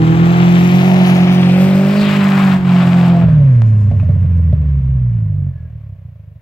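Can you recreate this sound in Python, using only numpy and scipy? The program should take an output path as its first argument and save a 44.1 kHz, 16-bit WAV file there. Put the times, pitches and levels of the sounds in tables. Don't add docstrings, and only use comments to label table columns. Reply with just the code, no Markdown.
import sys
import numpy as np
from scipy import signal
from scipy.fft import rfft, irfft, next_fast_len
from scipy.io import wavfile
from scipy.ndimage import uniform_filter1d, map_coordinates

SR = 44100
rng = np.random.default_rng(int(sys.argv[2]) if len(sys.argv) > 2 else 0)


def unload_audio(sound):
    columns = np.transpose(np.atleast_2d(sound))
    steps = np.round(np.clip(columns, -1, 1) * 32767)
    wavfile.write(sys.argv[1], SR, steps.astype(np.int16))


N = 282681
T = np.arange(N) / SR

# time in seconds, four-stroke cycles per second
# in Hz; there are four firings a cycle.
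CHARGE = [(0.0, 39.8), (0.37, 43.6), (0.59, 43.9), (0.89, 46.2), (1.24, 44.8), (1.32, 45.5), (1.51, 45.0),
          (1.66, 47.3), (1.77, 47.8), (1.99, 51.2), (2.45, 47.9), (2.67, 45.3), (3.05, 43.8), (3.2, 42.6)]
RUN_DOWN = [(3.3, 39.9), (3.6, 28.2), (4.03, 23.5), (4.18, 23.2), (4.8, 16.7), (4.92, 16.6), (5.22, 13.2),
            (5.75, 9.4), (6.2, 6.4), (6.41, 5.8)]
# time in seconds, opening from 0 to 1.
THROTTLE = [(0, 0.99), (3.22, 1), (3.27, 0.3), (4.55, 0), (4.9, 0), (5.48, 0.16), (5.53, 0)]
# strength in dB, full header delay in ms.
CYLINDERS = [(-1, 0.2), (-2.5, 0.042), (-2, 0.62), (-3.5, 0.92)]
# multiple of the firing rate,
# level in dB relative to its neighbours around the same harmonic.
TONE = [(0.25, -55), (0.5, -20.5), (0.75, -7.3), (1, 0.5), (1.25, -22.5), (1.5, -22.0), (1.75, -26),
        (2, -18.0), (2.25, -35.5), (2.5, -32), (2.75, -26.5), (3, -21.5), (3.25, -28.5)]
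# time in seconds, second firing harmonic in dB, third in dB.
BARK = [(0.0, -16, -28.5), (0.3, -21, -38), (1.2, -23.5, -48.5), (1.58, -24.5, -27), (2.02, -25, -26),
        (2.5, -32.5, -47), (3.18, -28.5, -37.5), (3.5, -42, -44.5)]
# time in seconds, second firing harmonic in dB,
# fourth in dB.
OVERTONES = [(3.0, -68, -55), (3.15, -64.5, -27), (3.23, -67, -28.5), (3.28, -44, -48.5), (3.39, -35, -30),
             (3.55, -30.5, -46), (3.88, -22, -56.5), (3.98, -72, -78)]
# time in seconds,
# pipe rasp in dB, engine-bay roar in dB, tyre scrub in dB.
EFFORT = [(0.0, -33.5, -31.5, -36), (0.35, -25, -27.5, -30.5), (0.68, -27.5, -30, -28),
          (0.92, -21, -29.5, -28.5), (1.5, -27.5, -32.5, -29), (1.85, -32, -32, -34), (2.08, -34, -28, -27),
          (2.33, -27.5, -25.5, -30), (3.05, -26.5, -30.5, -33.5), (3.21, -29.5, -36.5, -41),
          (3.28, -37, -32.5, -41)]
# time of the height in seconds, half length in seconds,
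# boost in dB (dust takes all of it, coarse soil a share).
THROWS = [(0.76, 0.31, 5), (1.115, 0.077, 6.5), (1.34, 0.025, 6), (1.62, 0.09, 7), (1.858, 0.18, 8.5),
          (2.418, 0.21, 4)]
# time in seconds, relative level of the pipe's ring in dB,
# relative level of the thump in dB.
POPS = [(3.241, -24, -15.5), (3.284, -22, -6.5), (3.914, -23, -10.5), (3.933, -38, -9), (4.03, -29, -10.5),
        (4.091, -24, -3.5), (4.159, -38.5, -10.5), (4.247, -37, -8), (4.528, -25.5, -4),
        (4.623, -36.5, -17.5), (4.804, -45, -17)]
# time in seconds, peak in dB before colouring, ring in Hz,
# decay in seconds.
CLICKS_AND_KNOCKS = [(3.6198, -13, 700, .0001), (3.996, -34.5, 1160, 0.0047), (3.997, -31.5, 2560, 0.0066)]
# time in seconds, centre in Hz, level in dB.
RUT = [(1.9, 5200, -52), (2.02, 4100, -33), (2.12, 2688, -35), (2.33, 1507, -32), (2.56, 1203, -41)]
# time in seconds, half length in seconds, level in dB.
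THUDS = [(0.1, .08, -36), (2.03, .025, -31), (2.609, 0.026, -28.5)]
# time in seconds, level in dB.
PATTER = [(3.2, -67), (3.8, -67.5), (4.25, -72.5), (4.9, -85.5)]
# time in seconds, pitch in Hz, level in dB.
SQUEAK = [(5.49, 1700, -100), (5.52, 1730, -59), (5.66, 1650, -62), (5.78, 1570, -78)]
# time in seconds, delay to the right microphone in ms,
# delay of a second path around the phone's body in ms.
BEARING = [(0, 0.27, 0.14), (.6, 0.25, .16), (1.1, 0.18, 0.17), (1.6, 0.073, 0.23), (2.1, 0.0096, 0.25),
           (3.2, 0.0022, 0.24)]
# frequency in Hz, difference in dB.
PORTS = [(60, -0.5), (110, -1.5), (200, -1.0), (380, -0.5), (700, 1), (1290, 2), (2380, 9), (4400, 2.5),
         (8120, 2), (15000, 9.5)]

# frequency in Hz, gain in dB.
SILENCER = [(25, -33), (42, -10.5), (54, -16), (72, 3), (92, 1.5), (112, 6), (140, 4), (165, -2.5),
            (190, -12.5), (240, -20.5), (290, -60), (350, -65), (430, -53), (520, -61.5), (590, -37.5),
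            (760, -59.5), (1500, -92.5)]
TAILPIPE = [(240, -5), (340, -24), (430, -3), (500, -8), (585, 5.5), (680, -4), (850, -15.5), (1400, -51)]
RASP = [(250, -36.5), (430, -5), (540, 5.5), (660, 13.5), (780, 13.5), (950, 5.5), (1400, -36)]
ROAR = [(450, -40.5), (800, -2), (1050, 9), (1400, 6.5), (1850, 0.5), (2700, -38)]
CLATTER = [(500, -14), (820, -7.5), (1020, 7.5), (1300, -0.5), (1800, 1), (2800, -6.5), (3800, -15.5),
           (5500, -21.5), (8000, -26), (10000, -34)]
SCRUB = [(1200, -14.5), (1900, 0), (2500, 1), (3100, -3.5), (4000, -8.5), (5200, -18), (8000, -44)]
SOIL = [(2800, -23), (4700, 9), (6300, 9.5), (7900, 5.5), (9300, -10.5), (12000, -30.5)]
DUST = [(7000, -33), (9500, -4), (12500, -4.5), (15500, -5.5)]
AIR = [(30, 7.5), (150, 11.5), (260, 18), (330, 21), (420, 16), (1000, 10.5), (2500, 11.5), (4500, 2.5),
       (9000, -4.5), (12500, 2), (15500, 1)]
GAS = [(20, -16), (50, -13.5), (90, -10.0), (170, 2.5), (260, -9), (340, -24), (450, -17),
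       (900, -44.0), (3000, -80.0)]
POP_RING = [(120, 0), (210, 8), (340, -10), (430, 0), (500, -3), (610, 10), (740, -7.5),
            (1100, -22), (3000, -30.5), (8000, -54.5)]
SPUTTER_RING = [(150, -8), (235, 17), (340, -18), (450, 2), (600, -4.5), (900, -18.5),
                (2000, -35.5), (8000, -80)]
RUMBLE = [(20, -15), (42, -3), (80, 3), (120, -7), (250, -40.5), (1000, -90)]
FOREST_FLOOR = [(2000, -20), (4000, -3), (7500, 0), (9500, -13.5), (15000, -19.5)]
CLICK_COLOUR = [(700, 8), (3000, -4), (6000, -7), (12000, -11)]
TRUNKS = [(150, -8.0), (400, -2.0), (1500, 5.5), (4000, 2), (12000, -8.5)]

LIFT_S, SHUT_S, STALL_S = 2.61, 3.23, 5.492
LOAD_DB, CHOKE_HZ, CHOKE_DB_PER_HZ = -8.5, 45.3, 0.39
COAST_HZ = 40.25
COAST_BOOM_DB, BOOM_DB_PER_OCTAVE = -5, 5.5
RING_DB, RING_DB_PER_OCTAVE, RING_THROTTLE_DB = -43.5, 6.5, 21.5
CLATTER_DB, CLATTER_DB_PER_OCTAVE = -42.5, 9.5
STALL_BOOM_DB, STALL_FADE_DB_PER_S, STALL_CLATTER_DB = -8.5, -8.5, -2
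FUEL_CUT_HZ, FUEL_CUT_WIDTH_HZ = 31, 4.3
SOIL_DB, SOIL_FOLLOW = -25.5, 0.69
DUST_DB, DUST_FOLLOW = -23, 0.97
GRIP_S, GRIP_TAKES_S, GRIP_DB = 3.06, .2, -6
SPUTTER_FROM_S, SPUTTER_TO_S, SPUTTER_DB = 3.9, 4.7, -43
WHINE_HZ, WHINE_WIDTH_HZ, WHINE_DB = 800, 43, -30.5
FOREST_T60_S, FOREST_DB = 0.61, -13.5
AIR_DB = -71.5
TOP_HZ = 15750


def undb(db):
    return np.exp(np.log(10) / 20 * np.asarray(db))


def curves(table):
    s, *columns = np.transpose(table)
    return [np.interp(T, s, c) for c in columns]


def swell(s, half_s):
    return np.exp(-np.minimum(((T - s) / half_s) ** 2, 20))


def ramp(s, seconds):
    return np.clip((T - s) / seconds, 0, 1)


def colour(x, points):
    size = 8192
    hz, db = np.transpose(points)
    gain = undb(np.interp(np.log(np.fft.rfftfreq(size, 1 / SR) + 1), np.log(hz), db))
    cepstrum = irfft(np.log(gain))
    cepstrum[1:size // 2] *= 2
    cepstrum[size // 2 + 1:] = 0
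    response = irfft(np.exp(rfft(cepstrum)))
    padded = next_fast_len(N + size, True)
    spectrum = rfft(np.float32(x), padded) * rfft(np.float32(response), padded)
    return irfft(spectrum, padded)[..., :N].astype(float)


def steady(x, size=4400):
    mid = np.atleast_2d(x).mean(axis=0)
    power = uniform_filter1d(uniform_filter1d(mid ** 2, size), size)
    return x / np.sqrt(np.abs(power) + 1e-14)


def walk(rate):
    k = max(int(SR / rate), 1)
    steps = np.repeat(rng.standard_normal(N // k + 2), k)
    motion = uniform_filter1d(steps, k)[:N]
    return motion / motion.std()


def pair(alike):
    alike = np.clip(alike, 0, 1)
    common = rng.standard_normal(N)
    return np.sqrt(alike) * common + np.sqrt(1 - alike) * rng.standard_normal((2, N))


def clicks(times, sizes):
    place = np.clip(np.asarray(times) * SR, 0, N - 2)
    i = place.astype(int)
    return np.bincount(i, sizes * (1 - place + i), N) + np.bincount(i + 1, sizes * (place - i), N)


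def puff(blows, decay_s):
    return signal.lfilter([1], [1, -np.exp(-1 / (decay_s * SR))], blows + 1e-18)


def delayed(x, ms, order=3):
    place = (T - ms / 1000) * SR
    return np.apply_along_axis(lambda row: map_coordinates(row, [place], order=order), -1, x)


def gritty(count, alike, grain_db, spread):
    times = rng.random(count) * T[-1]
    sizes = undb(spread * np.minimum(rng.exponential(size=count), 4)) * rng.choice([-1, 1], count)
    grains = np.array([clicks(times, sizes * (1 + .5 * rng.standard_normal(count))) for _ in range(2)])
    return pair(alike) + undb(grain_db) * grains / grains.std()


def air():
    return undb(AIR_DB) * steady(colour(pair(.1), AIR))


def forest(x):
    age = T[:SR]
    tails = rng.standard_normal((2, SR)) * undb(-60 * age / FOREST_T60_S) * (age > .015)
    tails /= np.sqrt((tails ** 2).sum(axis=1, keepdims=True))
    wet = signal.fftconvolve(x, tails, axes=1)[:, :N]
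    late = 0.2 * delayed(x, 11.0, order=1) + 0.33 * delayed(x, 20.0, order=1)
    return ramp(STALL_S, 0.11) * late + undb(FOREST_DB) * colour(wet, TRUNKS)


def patter():
    db, = curves(PATTER)
    grains = colour(gritty(count=1200, alike=.3, grain_db=-1.5, spread=3), FOREST_FLOOR)
    falling = ramp(SHUT_S, .05) * (1 - ramp(PATTER[-1][0], .2))
    return falling * steady(grains) * undb(db + 2.5 * walk(14))


def clicks_and_knocks():
    out = 0
    for s, db, hz, decay_s in CLICKS_AND_KNOCKS:
        age = np.maximum(T - s, 0)
        roughness = 1 + 30 * np.sqrt(age) * rng.standard_normal(N)
        burst = (T >= s) * np.exp(-np.minimum(age / decay_s, 20)) * roughness
        width_hz = min(0.91 / decay_s, 5000)
        click = signal.lfilter(*signal.iirpeak(hz, hz / width_hz, fs=SR), burst)
        out = out + undb(db) * click / np.abs(click).max()
    return colour(out, CLICK_COLOUR)


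def thuds():
    rumble = colour(rng.standard_normal(N), RUMBLE)
    level = sum(undb(db) * swell(s, half_s) for s, half_s, db in THUDS)
    return rumble / rumble.std() * level


def squeak():
    hz, db = curves(SQUEAK)
    sounding = (T > SQUEAK[0][0]) & (T < SQUEAK[-1][0])
    phase = 2 * np.pi * np.cumsum(hz + 12 * walk(120)) / SR
    return sounding * undb(db + 2.8 * walk(50)) * np.sin(phase)


def rut(width_hz):
    hz, db = curves(RUT)
    band = signal.sosfilt(signal.butter(2, width_hz / 2, fs=SR, output="sos"), pair(.7))
    digging = (T > RUT[0][0]) & (T < RUT[-1][0])
    return digging * undb(db) * steady(band * np.cos(2 * np.pi * np.cumsum(hz) / SR))


def effort_levels(lift_db, lift_lag_s, lift_half_s, shut_db, soil_throw):
    rasp, roar, scrub = curves(EFFORT)
    thrown = sum(db * swell(s, half_s) for s, half_s, db in THROWS)
    gripping = GRIP_DB * ramp(GRIP_S, GRIP_TAKES_S)
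    soil = gripping + SOIL_DB + SOIL_FOLLOW * scrub + soil_throw * thrown
    dust = gripping + DUST_DB + DUST_FOLLOW * scrub + thrown
    foot = lift_db * swell(LIFT_S + lift_lag_s, lift_half_s) + shut_db * ramp(SHUT_S, 0.027)
    return np.array([rasp, roar, scrub, soil, dust]) + foot


def firing_beat(cycle, throb):
    return throb * np.cos(2 * np.pi * (4 * cycle - .2))


def churn(cycle, fronts, throb, ring_share, echo_left, echo_right):
    rasp_db, roar_db, scrub_db, soil_db, dust_db = effort_levels(
        lift_db=-10.5, lift_lag_s=.016, lift_half_s=0.061, shut_db=-5.5, soil_throw=0.5)
    gate = np.exp(firing_beat(cycle, throb) + .25 * np.cos(2 * np.pi * cycle))
    grip = walk(45)
    rasp = ring_share * steady(colour(fronts, RASP)) + steady(colour(pair(0.84) * gate, RASP))
    roar = steady(colour(pair(0.71) * gate ** .5, ROAR)) * undb(roar_db + 0.86 * grip)
    tearing = gritty(count=2600, alike=0.7, grain_db=-6, spread=3.9)
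    scrub = steady(colour(tearing * gate ** .5, SCRUB)) * undb(scrub_db + 1.15 * grip)
    spray = gritty(count=9000, alike=0.17, grain_db=-2, spread=3.8) * undb(1.3 * walk(35))
    second_path_ms = curves(BEARING)[1]
    spray = spray + np.array([[echo_left], [echo_right]]) * delayed(spray, second_path_ms)
    soil = steady(colour(spray, SOIL)) * undb(soil_db)
    dust = steady(colour(spray, DUST)) * undb(dust_db)
    spinning = 1 - ramp(SHUT_S, .2)
    return spinning * (steady(rasp) * undb(rasp_db) + roar + scrub + soil + dust)


def overrun_levels(hz):
    octaves = np.log2(hz / COAST_HZ)
    throttle, = curves(THROTTLE)
    ring = RING_DB + RING_DB_PER_OCTAVE * octaves + RING_THROTTLE_DB * np.minimum(throttle, .3)
    clatter = CLATTER_DB + CLATTER_DB_PER_OCTAVE * octaves + STALL_CLATTER_DB * ramp(STALL_S, 0.065)
    return ring, clatter


def overrun(cycle, hz, fronts, throb, ring_share):
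    ring_db, clatter_db = overrun_levels(hz)
    gate = np.exp(firing_beat(cycle, throb))
    ring = ring_share * steady(colour(fronts, TAILPIPE)) + steady(colour(pair(0.99) * gate, TAILPIPE))
    clatter = steady(colour(pair(0.51) * gate ** 0.48, CLATTER)) * undb(clatter_db + 0.77 * walk(40))
    return ramp(SHUT_S, .09) * (steady(ring) * undb(ring_db) + clatter)


def sputter(count, scatter_db, decay_s):
    times = rng.uniform(SPUTTER_FROM_S, SPUTTER_TO_S, count)
    blows = clicks(times, undb(scatter_db * rng.standard_normal(count)))
    ring = colour(puff(blows, decay_s) * rng.standard_normal(N), SPUTTER_RING)
    sputtering = (T > SPUTTER_FROM_S) & (T < SPUTTER_TO_S)
    return undb(SPUTTER_DB) * ring / ring[sputtering].std()


def after_fire(ring_db, thump_db, decay_s, kick):
    s, ring, thump = np.transpose(POPS)
    body = colour(clicks(s, undb(thump)), SILENCER)
    body *= undb(thump.max() + thump_db) / np.abs(body).max()
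    blows = clicks(s, undb(ring))
    gust = puff(blows, decay_s) * rng.standard_normal(N)
    pipe = colour(kick * blows + gust, POP_RING)
    return body + undb(ring_db) * pipe


def stumble(depth, seconds):
    age = np.clip((T - np.array(POPS)[:, :1]) / seconds, 0, 20)
    return np.prod(1 - np.clip(depth, 0, 1) * age * np.exp(1 - age), axis=0)


def overtones(cycle, hz):
    second_db, fourth_db = curves(OVERTONES)
    turn = 2 * np.pi * 4 * cycle
    second, fourth, fifth = (np.sin(k * turn) for k in (2, 4, 5))
    sounding = (T > OVERTONES[0][0]) & (T < OVERTONES[-1][0])
    resonance = np.exp(-((20 * hz - WHINE_HZ) / WHINE_WIDTH_HZ) ** 2)
    whine = resonance * (1 - ramp(SHUT_S, .03)) * undb(WHINE_DB + 3.3 * walk(40))
    singing = undb(second_db) * second + undb(fourth_db + 1.5 * walk(46)) * fourth
    return sounding * singing + whine * fifth


def firings(cycle, hz, scatter_db, stumble_db, jitter_ms, headers):
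    k = np.arange(int(4 * cycle[-1]))
    times = np.interp(k / 4, cycle, T)
    db, delay_ms = np.array(CYLINDERS)[k % len(CYLINDERS)].T
    size_chance, time_chance = rng.standard_normal((len(k), 2)).T
    speed = np.interp(times, T, hz)
    lugging = np.clip((12 - speed) / 3, 0, 1)
    uneven = 1 - np.exp(-((speed - FUEL_CUT_HZ) / FUEL_CUT_WIDTH_HZ) ** 2)
    sizes = undb(uneven * db + (scatter_db + stumble_db * lugging) * size_chance)
    late_ms = uneven * headers * delay_ms + jitter_ms * (1 + 2 * lugging) * time_chance
    return clicks(times + late_ms / 1000, sizes)


def boom_level(hz, lift_db, lift_half_s):
    choke = CHOKE_DB_PER_HZ * np.maximum(hz - CHOKE_HZ, 0)
    loaded = LOAD_DB - choke + lift_db * swell(LIFT_S, lift_half_s)
    stall = ramp(STALL_S, 0.027) * (STALL_BOOM_DB + STALL_FADE_DB_PER_S * (T - STALL_S))
    coasting = COAST_BOOM_DB + BOOM_DB_PER_OCTAVE * np.log2(hz / COAST_HZ) + stall
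    return loaded + ramp(SHUT_S, .04) * (coasting - loaded)


def loaded_exhaust(cycle, boom_db, waver_db, flutter_db, jitter):
    groups = np.zeros((3, N))
    turn = 4 * cycle + jitter * walk(71)
    for multiple, db in TONE:
        harmonic = max(int(np.ceil(multiple - .5)), 1)
        unrest_db = waver_db if harmonic == 1 else flutter_db
        level = undb(db + unrest_db * walk(24.85))
        groups[harmonic - 1] += level * np.sin(2 * np.pi * (multiple * turn + rng.random()))
    second_db, third_db = curves(BARK)
    return sum(steady(x) * undb(db) for x, db in zip(groups, (boom_db, second_db, third_db)))


def exhaust(cycle, hz, pulses, gas_db, gas_db_per_octave):
    boom_db = boom_level(hz, lift_db=-7.0, lift_half_s=0.04)
    throttle, = curves(THROTTLE)
    shut = np.clip(2 * (1 - throttle), 0, 1) * np.pi / 2
    loaded = loaded_exhaust(cycle, boom_db, waver_db=1.27, flutter_db=2.0, jitter=0.0037)
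    edge = np.clip(throttle / 0.9, 0, 1)
    soft = signal.filtfilt(*signal.butter(1, 150, fs=SR), pulses)
    coasting = steady(colour(soft + edge * (pulses - soft), SILENCER)) * undb(boom_db)
    octaves_below = np.minimum(np.log2(hz / COAST_HZ), 0)
    gas = steady(colour(rng.standard_normal(N), GAS))
    gas = gas * undb(boom_db + gas_db + gas_db_per_octave * octaves_below)
    return np.cos(shut) * loaded + np.sin(shut) * coasting + gas


def scene():
    hz, = curves(CHARGE + RUN_DOWN)
    cycle = np.cumsum(hz) / SR
    pulses = firings(cycle, hz, scatter_db=.4, stumble_db=1.8, jitter_ms=.15, headers=1)
    fronts = firings(cycle, hz, scatter_db=1.0, stumble_db=0.5, jitter_ms=0.14, headers=0.28)
    pipe = exhaust(cycle, hz, pulses, gas_db=-18.5, gas_db_per_octave=3.0)
    pipe = pipe * stumble(depth=0.31, seconds=0.011)
    pipe = pipe + after_fire(ring_db=8.5, thump_db=4.0, decay_s=0.017, kick=18)
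    pipe = pipe + sputter(count=14, scatter_db=2, decay_s=0.012)
    noise = churn(cycle, fronts, throb=0.4, ring_share=0.82, echo_left=.55, echo_right=.12)
    noise = noise + overrun(cycle, hz, fronts, throb=0.54, ring_share=0.77)
    details = rut(width_hz=1000) + thuds() + patter() + clicks_and_knocks() + squeak()
    car = pipe + overtones(cycle, hz) + noise + details
    right_delay_ms = curves(BEARING)[0]
    car = np.array([car[0], delayed(car[1], right_delay_ms)])
    return car + forest(car) + air()


def record(dry):
    left = colour(dry[0], [(hz, db / 2) for hz, db in PORTS])
    right = colour(dry[1], [(hz, -db / 2) for hz, db in PORTS])
    ports = np.array([left, right])
    rounded = ramp(0, .004) * ports / (1 + ports ** 8) ** (1 / 8)
    return signal.sosfilt(signal.ellip(10, .2, 80, TOP_HZ, fs=SR, output="sos"), rounded)


dry = scene()
out = record(dry)
unload_audio(out)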